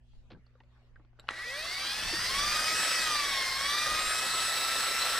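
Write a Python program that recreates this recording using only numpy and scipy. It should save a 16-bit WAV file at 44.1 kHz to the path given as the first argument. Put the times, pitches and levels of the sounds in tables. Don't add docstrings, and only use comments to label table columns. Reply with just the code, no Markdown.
import sys
import numpy as np
from scipy import signal
from scipy.fft import irfft
from scipy.io import wavfile
from scipy.ndimage import uniform_filter1d

SR = 44100
rng = np.random.default_rng(int(sys.argv[2]) if len(sys.argv) > 2 else 0)


def volts_from_db(level):
    exponent = np.asarray(level, float) / 20
    return 10 ** exponent


def inscribe(sig):
    pcm = np.round(np.clip(np.atleast_2d(sig).T, -1, 1) * 32767)
    wavfile.write(sys.argv[1], SR, pcm.astype(np.int16))


N = 229275
T = np.arange(N) / SR
COARSE_T = T[::50]
HOP, HZ = 256, np.fft.rfftfreq(1024, 1 / SR)
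FRAME_T = np.arange(N // HOP + 2) * HOP / SR

# [f/Hz, side minus mid/dB]
WIDTH = [(60, -5), (125, -8.5), (250, -12.5), (500, -20.5), (900, -24), (1350, -18), (2100, -10),
         (4000, -7.5), (8000, -3.5), (14000, -1)]
# [t/s, gear mesh rate headed for/Hz, lag/s]; ten meshes per shaft turn
TRIGGER = [
    (1.315, 1024, .434),
    (2.203, 1342.1, .246),
    (2.473, 1363.8, .48),
    (2.986, 934.2, .42),
    (3.547, 1245.1, .168),
    (3.852, 1338.6, .429),
]
# [t/s, level/dB]
FACING = [(1.3, 2), (2.3, -4.5), (2.8, -4.5), (3.3, 0), (3.75, 0.5), (3.95, 1.5), (4.5, 4.5), (4.8, 4),
          (5.2, 2.5)]


def evened(x):
    return x / np.sqrt(np.mean(abs(x) ** 2) + 1e-20)


def read(points, hz):
    f, value = np.transpose(points)
    return np.interp(np.log(hz + 1), np.log(f + 1), value)


def follow(rows, t):
    s, *columns = np.transpose(rows)
    return [np.interp(t, s, c) for c in columns]


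def drift(top_hz, count=1):
    step = np.arange(0, N + 100, 100) / SR
    f = np.geomspace(top_hz / 12, top_hz, 12)[:, None]
    rows = []
    for phase in rng.random((count, 12)):
        waves = np.sin(2 * np.pi * (f * step + phase[:, None])) / np.sqrt(f)
        rows.append(np.interp(T, step, evened(waves.sum(0))))
    return np.array(rows)


def swells(rows, still_db):
    s, length_s, *columns = np.transpose(rows)[:, :, None]
    bell = np.exp(-((FRAME_T - s) / length_s) ** 2)
    return [10 * np.log10(volts_from_db(2 * low) + (volts_from_db(2 * db) * bell).sum(0)) for db, low in zip(columns, still_db)]


def band(lo_hz, hi_hz):
    return -10 * np.log10((1 + (lo_hz / (HZ + 1)) ** 6) * (1 + (HZ / hi_hz) ** 6))


def above(hz, order):
    return 1 / (1 + (hz / (HZ + 1)) ** order)[:, None]


def unit(colour_db):
    return (colour_db - 10 * np.log10(np.mean(volts_from_db(2 * colour_db))))[:, None]


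def coloured(mid, field_db, patchy_db, width_db=0.):
    z = signal.stft(np.array([mid, rng.standard_normal(N)]), nperseg=1024, noverlap=768)[2]
    patches = rng.standard_normal(z.shape[:0:-1]).T
    patches = evened(uniform_filter1d(uniform_filter1d(patches, 10, 0), 10, 1))
    z = z * volts_from_db(field_db[:, :z.shape[2]] + patchy_db * patches)
    side = z[1] * volts_from_db(np.minimum(read(WIDTH, HZ) + width_db, 0))[:, None]
    return signal.istft(np.array([z[0] + side, z[0] - side]), nperseg=1024, noverlap=768)[1][:, :N]


def tone(turns, hz, gain):
    lead = np.interp(T, T[::200], np.arctan(volts_from_db(read(WIDTH, hz[::200]))))
    return np.sqrt(2) * gain / np.cos(lead) * np.cos(2 * np.pi * turns + np.array([[1], [-1]]) * lead)


def settle(start, goals):
    squeeze_s = .111
    out = np.full(len(COARSE_T), float(start))
    for (s, _, lag_s), goal in zip(TRIGGER, goals):
        decay = np.exp(-np.maximum(COARSE_T - s, 0) / lag_s)
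        out = np.where(COARSE_T >= s, goal + (np.interp(s, COARSE_T, out) - goal) * decay, out)
    for _ in range(4):
        out = uniform_filter1d(out, size=round(squeeze_s * SR / 50), mode="nearest")
    return np.interp(T, COARSE_T, out)


def air_and_rustle():
    # [f/Hz, density/dB per Hz]
    air = [(88, -26), (150, 0), (180, -42), (237, 2), (290, -20), (494, -0.5), (1210, -19), (1780, -13),
           (2100, -29), (12000, -45), (15600, -83), (22000, -120)]
    # [t/s, length/s, body level/dB, sheen level/dB]
    rustle = [
        (.16, 0.11, -85, -75),
        (.55, 0.25, -68, -82.5),
        (.81, 0.086, -64.5, -77),
        (1.0, .1, -66.5, -85),
        (1.28, 0.073, -58, -73),
    ]
    body_db, sheen_db = swells(rustle, (-76, -95))
    parts = [unit(read(air, HZ)) - 84 + 0 * FRAME_T,
             unit(band(260, 1900)) + body_db - 11.5,
             unit(band(2700, 4300)) + sheen_db - 8]
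    field_db = 10 * np.log10(sum(volts_from_db(2 * p) for p in parts))
    return coloured(rng.standard_normal(N), field_db, patchy_db=3.5, width_db=11)


def thuds():
    # [t/s, length/s, deep level/dB, upper level/dB]
    bumps = [(.18, 0.048, -56.5, -80), (.35, 0.028, -62, -43), (.97, .06, -63, -72), (1.25, .1, -67, -80),
             (1.7, 0.2, -63.5, -71), (2.13, 0.096, -52, -43), (2.45, 0.14, -51, -42.5),
             (2.75, 0.063, -73, -44), (3.08, 0.06, -57.5, -49), (3.3, .1, -57, -54),
             (3.62, 0.092, -55, -51), (3.92, 0.057, -53.5, -44), (4.1, 0.058, -53, -56),
             (4.4, 0.1, -62.5, -50), (5.0, 0.22, -66, -74)]
    deep_db, upper_db = swells(bumps, (-69, -80))
    out = np.zeros((2, N))
    for lo_hz, hi_hz, db, same in ((12, 49, deep_db + 4.5, 0.38), (66, 212, upper_db - 10, 0.88)):
        sos = signal.butter(2, (lo_hz, hi_hz), "band", fs=SR, output="sos")
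        a, b = signal.sosfilt(sos, rng.standard_normal((2, N)))
        pair = np.array([a, same * a + np.sqrt(1 - same ** 2) * b])
        out += evened(pair) * volts_from_db(np.interp(T, FRAME_T, db))
    return out


def mains_hum():
    # [f/Hz, rms level/dB]
    lines = [(59.6, -65), (119.7, -65), (180, -92), (240, -78), (359, -88)]
    out = np.zeros(N)
    for (hz, db), waver in zip(lines, drift(4.1, count=len(lines))):
        out += np.sqrt(2) * volts_from_db(db + 0.68 * waver) * np.sin(2 * np.pi * (hz * T + rng.random()))
    return out


def knock(hz, top_hz, t60_s, ring_share):
    t = np.arange(4000) / SR
    noise = rng.standard_normal(4000)
    burst = noise * volts_from_db(-60 * t / t60_s) * np.minimum(t / .0006, 1)
    burst = signal.sosfilt(signal.butter(6, top_hz, fs=SR, output="sos"), burst)
    snap = signal.lfilter([1, -1], [1, -1.82, .826], burst)
    peak = signal.iirpeak(hz, 4 + hz / 800, fs=SR)
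    ring = signal.lfilter(*peak, signal.lfilter(*peak, burst))
    body = ring_share * evened(ring) + (1 - ring_share) * evened(snap)
    tick_band = signal.butter(7, (500, 4300), "band", fs=SR, output="sos")
    tick = signal.sosfilt(tick_band, noise * volts_from_db(-60 * t / .015))
    tick_gain = .25 * min(hz / 900, 1)
    return body / abs(body).max() + tick_gain * tick / abs(tick).max()


def handling_knocks():
    # [t/s, peak level/dB, ring f/Hz]
    dull = [(.347, -54, 1470), (.361, -61, 800), (.372, -67, 1390), (.464, -63.5, 1210), (.604, -55.5, 875),
            (.996, -55, 310), (1.13, -62, 756), (1.189, -48, 1340), (1.239, -53, 740)]
    crisp = [(.133, -63, 840), (.303, -47, 710), (.308, -46, 514), (.309, -57, 3900), (.317, -44.5, 344),
             (.326, -54, 397), (.332, -51, 450), (.602, -53, 1920), (.635, -61, 550), (1.048, -60, 326),
             (1.196, -41.5, 3850), (1.272, -52, 2900)]
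    ringing = [(.464, -63, 4500), (.552, -59.5, 500), (.553, -62, 1250), (.602, -58.5, 2780),
               (.958, -50.5, 1480), (1.195, -56, 7600), (1.196, -65, 11500), (2.127, -34.5, 335)]
    rebound = [
        (1.307, -30, 1970),
    ]
    out = np.zeros(N)
    # (knocks, snap top/Hz, added top per ring Hz, t60/s, ring share)
    for rows, top_hz, lift, t60_s, ring_share in ((dull, 1600, 0, .05, .39), (crisp, 4600, 0, .04, .5),
                                                  (ringing, 900, 1.4, .03, .8), (rebound, 9100, 0, .044, .3)):
        for s, db, hz in rows:
            out[round(s * SR):][:4000] += volts_from_db(db) * knock(hz, top_hz + lift * hz, t60_s, ring_share)
    return out


def gear_clack():
    # [f/Hz, level/dB, t60/s]
    modes = [(1370, -11.5, 0.0065), (2760, -9.5, 0.0036), (4080, -28.5, 0.015)]
    start_s, rise_s = 1.2888, .00055
    t = np.arange(4000) / SR
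    ring = sum(volts_from_db(db - 60 * t / t60_s) * np.sin(2 * np.pi * hz * t) for hz, db, t60_s in modes)
    out = np.zeros(N)
    out[round(start_s * SR):][:4000] -= ring * np.minimum(t / rise_s, 1)
    return out


def room(x):
    # [f/Hz, t60/s]
    decay = [(200, 0.13), (1000, 0.096), (4000, 0.11), (12000, 0.093)]
    taps = np.zeros((2, SR // 2))
    at = np.arange(120, SR // 2 - 20, 20) + rng.integers(0, 20, (2, (SR // 2 - 121) // 20))
    np.put_along_axis(taps, at, rng.choice([-1., 1.], at.shape), 1)
    hz, t, z = signal.stft(taps, SR, nperseg=256)
    tail = signal.istft(z * volts_from_db(-60 * t / read(decay, hz)[:, None]), SR, nperseg=256)[1]
    return signal.fftconvolve(x[None], tail / np.linalg.norm(tail[0]), axes=1)[:, :N]


def gear_whine(mesh_hz, turns, speed_db):
    # [multiple of mesh rate], each with [level at full speed/dB]
    orders, order_db = (1, 1.02, 1.5, 2, 2.973, 3, 4, 5, 6, 7, 8, 9, 11), (-28, -34.5, -40, -38.5, -40, -41.5, -38.5, -38, -41.5, -51.5, -61,
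                                        -61, -69)
    sidebands, sideband_db = (.3, 2.1, 2.3, 4.093, 5.7, 8.2, 9.2, 11.2), (-64, -56, -57, -50, -55.5, -56, -69, -57)
    rough_orders = (.5, 2.973, 3, 4.093, 5.017)
    # [f/Hz, width/Hz, level/dB]
    shell = [(600, 170, -19), (1181, 165, -10), (1327, 45, -14), (1790, 280, -4), (2160, 170, -.5),
             (2470, 330, -4.5), (3400, 340, -5.5), (4150, 300, -4), (4750, 480, -3.5), (5600, 650, -4.5),
             (7810, 480, -.5), (8950, 370, 7.5), (12270, 800, 6), (14653, 446, 7)]
    slope, floor_db = .8, -32
    settled_hz, settled_width_hz = 1330, 45
    coarse_hz = mesh_hz[::50]
    settled_db = -12 * (np.maximum(settled_hz - coarse_hz, 0) / settled_width_hz) ** 2
    facing_db = follow(FACING, COARSE_T)[0]
    lines = [*orders, *sidebands]
    out = np.zeros((2, N))
    for order, db, waver in zip(lines, [*order_db, *sideband_db], drift(30, count=len(lines))):
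        hz = order * coarse_hz
        if order in orders:
            power = sum(volts_from_db(2 * (d - 12 * ((hz - f) / w) ** 2)) for f, w, d in shell)
            power = power + volts_from_db(2 * floor_db) * 1000 / np.maximum(hz, 1000)
            level = np.sqrt(power) * volts_from_db(db + slope * speed_db)
        else:
            level = volts_from_db(db + settled_db)
        level = level * volts_from_db(-.6 * facing_db * np.exp(-((hz - 4300) / 1400) ** 2))
        loose = 1.5 if order in rough_orders else 1
        gain = np.interp(T, COARSE_T, level) * volts_from_db(2 * loose * waver - .3)
        out += tone(order * turns + .03 * loose * waver + rng.random(), order * mesh_hz, gain)
    return out


def controller_whistle(mesh_hz):
    goals_db = (-55, -44, -37, -52, -41.5, -58)
    switch_hz = 1936 + 0 * T
    sum_hz = 2 * switch_hz + mesh_hz
    sum_db = np.maximum(-46 - 12 * ((sum_hz - 4660) / 220) ** 2, -62)
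    pitches = (switch_hz, 2 * switch_hz, sum_hz)
    levels_db = (settle(-43, goals_db), -61, sum_db)
    out = np.zeros((2, N))
    for hz, db, waver in zip(pitches, levels_db, drift(16, count=3)):
        out += tone(np.cumsum(hz) / SR, hz, volts_from_db(db + 2.4 * waver))
    return out


def motor_hiss(turns, speed_db):
    # [f/Hz, density/dB per Hz]
    housing = [(88, -52), (150, -16.5), (439, -12.5), (534, -7), (905, -9), (1240, 1.5), (1420, -3),
               (1900, -5.5), (2870, -7.5), (4000, -1), (6770, -15), (9080, -8), (10800, -17),
               (15100, -19.5), (16000, -55)]
    # [f/Hz, width/Hz, level/dB]
    humps = [(1250, 210, -3.5), (1850, 305, 4), (4250, 840, -4.5), (5310, 1800, 4)]
    pattern = evened(irfft(np.exp(2j * np.pi * rng.random(121)), 4096))
    rattle = np.interp(turns / 10 % 1 * 4096, np.arange(4096), pattern)
    throb = 1 + 0.12 * np.cos(2 * np.pi * turns / 10) + 0.11 * np.cos(2 * np.pi * turns * .02)
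    source = 0.27 * rattle + throb * rng.standard_normal(N)

    facing_db = follow(FACING, FRAME_T)[0]
    hiss_db = -33 + 1.39 * np.interp(FRAME_T, COARSE_T, speed_db) - 0.082 * facing_db
    since_s = np.maximum(FRAME_T - TRIGGER[0][0], 0)
    dull_db = -11.5 * np.exp(-since_s / 0.037)
    airy_db = -10 * np.exp(-since_s / .15)
    colour_db = read(housing, HZ) + sum(db * np.exp(-((HZ - f) / w) ** 2) for f, w, db in humps)
    upper, top = above(2600, 6), above(6600, 8)
    field_db = unit(colour_db) + hiss_db + upper * dull_db - 0.75 * dull_db - 3.5 * top
    field_db = field_db + (upper - top) * (1 - 0.51 * facing_db)
    field_db = field_db + above(11000, 8) * airy_db
    field_db = field_db + np.exp(-((HZ - 3950) / 400) ** 2)[:, None] * facing_db
    return coloured(source, field_db, patchy_db=2)


def drill():
    start_hz, full_hz = 252, 1300
    on = np.clip((T - 1.281) / 0.0047, 0, 1)
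    mesh_hz = settle(start_hz, np.transpose(TRIGGER)[1]) * (1 + .001 * drift(40)[0])
    turns = np.cumsum(mesh_hz) / SR
    speed_db = 20 * np.log10(mesh_hz[::50] / full_hz)
    whine = gear_whine(mesh_hz, turns, speed_db)
    return on * (whine + controller_whistle(mesh_hz) + motor_hiss(turns, speed_db))


def scene():
    workshop = air_and_rustle() + thuds() + mains_hum()
    knocks = handling_knocks() + gear_clack()
    return workshop + knocks + volts_from_db(-16) * room(knocks) + drill()


def band_limit(x):
    return signal.sosfilt(signal.butter(12, 16900, fs=SR, output="sos"), x)


def record(dry):
    return band_limit(dry)


dry = scene()
out = record(dry)
inscribe(out)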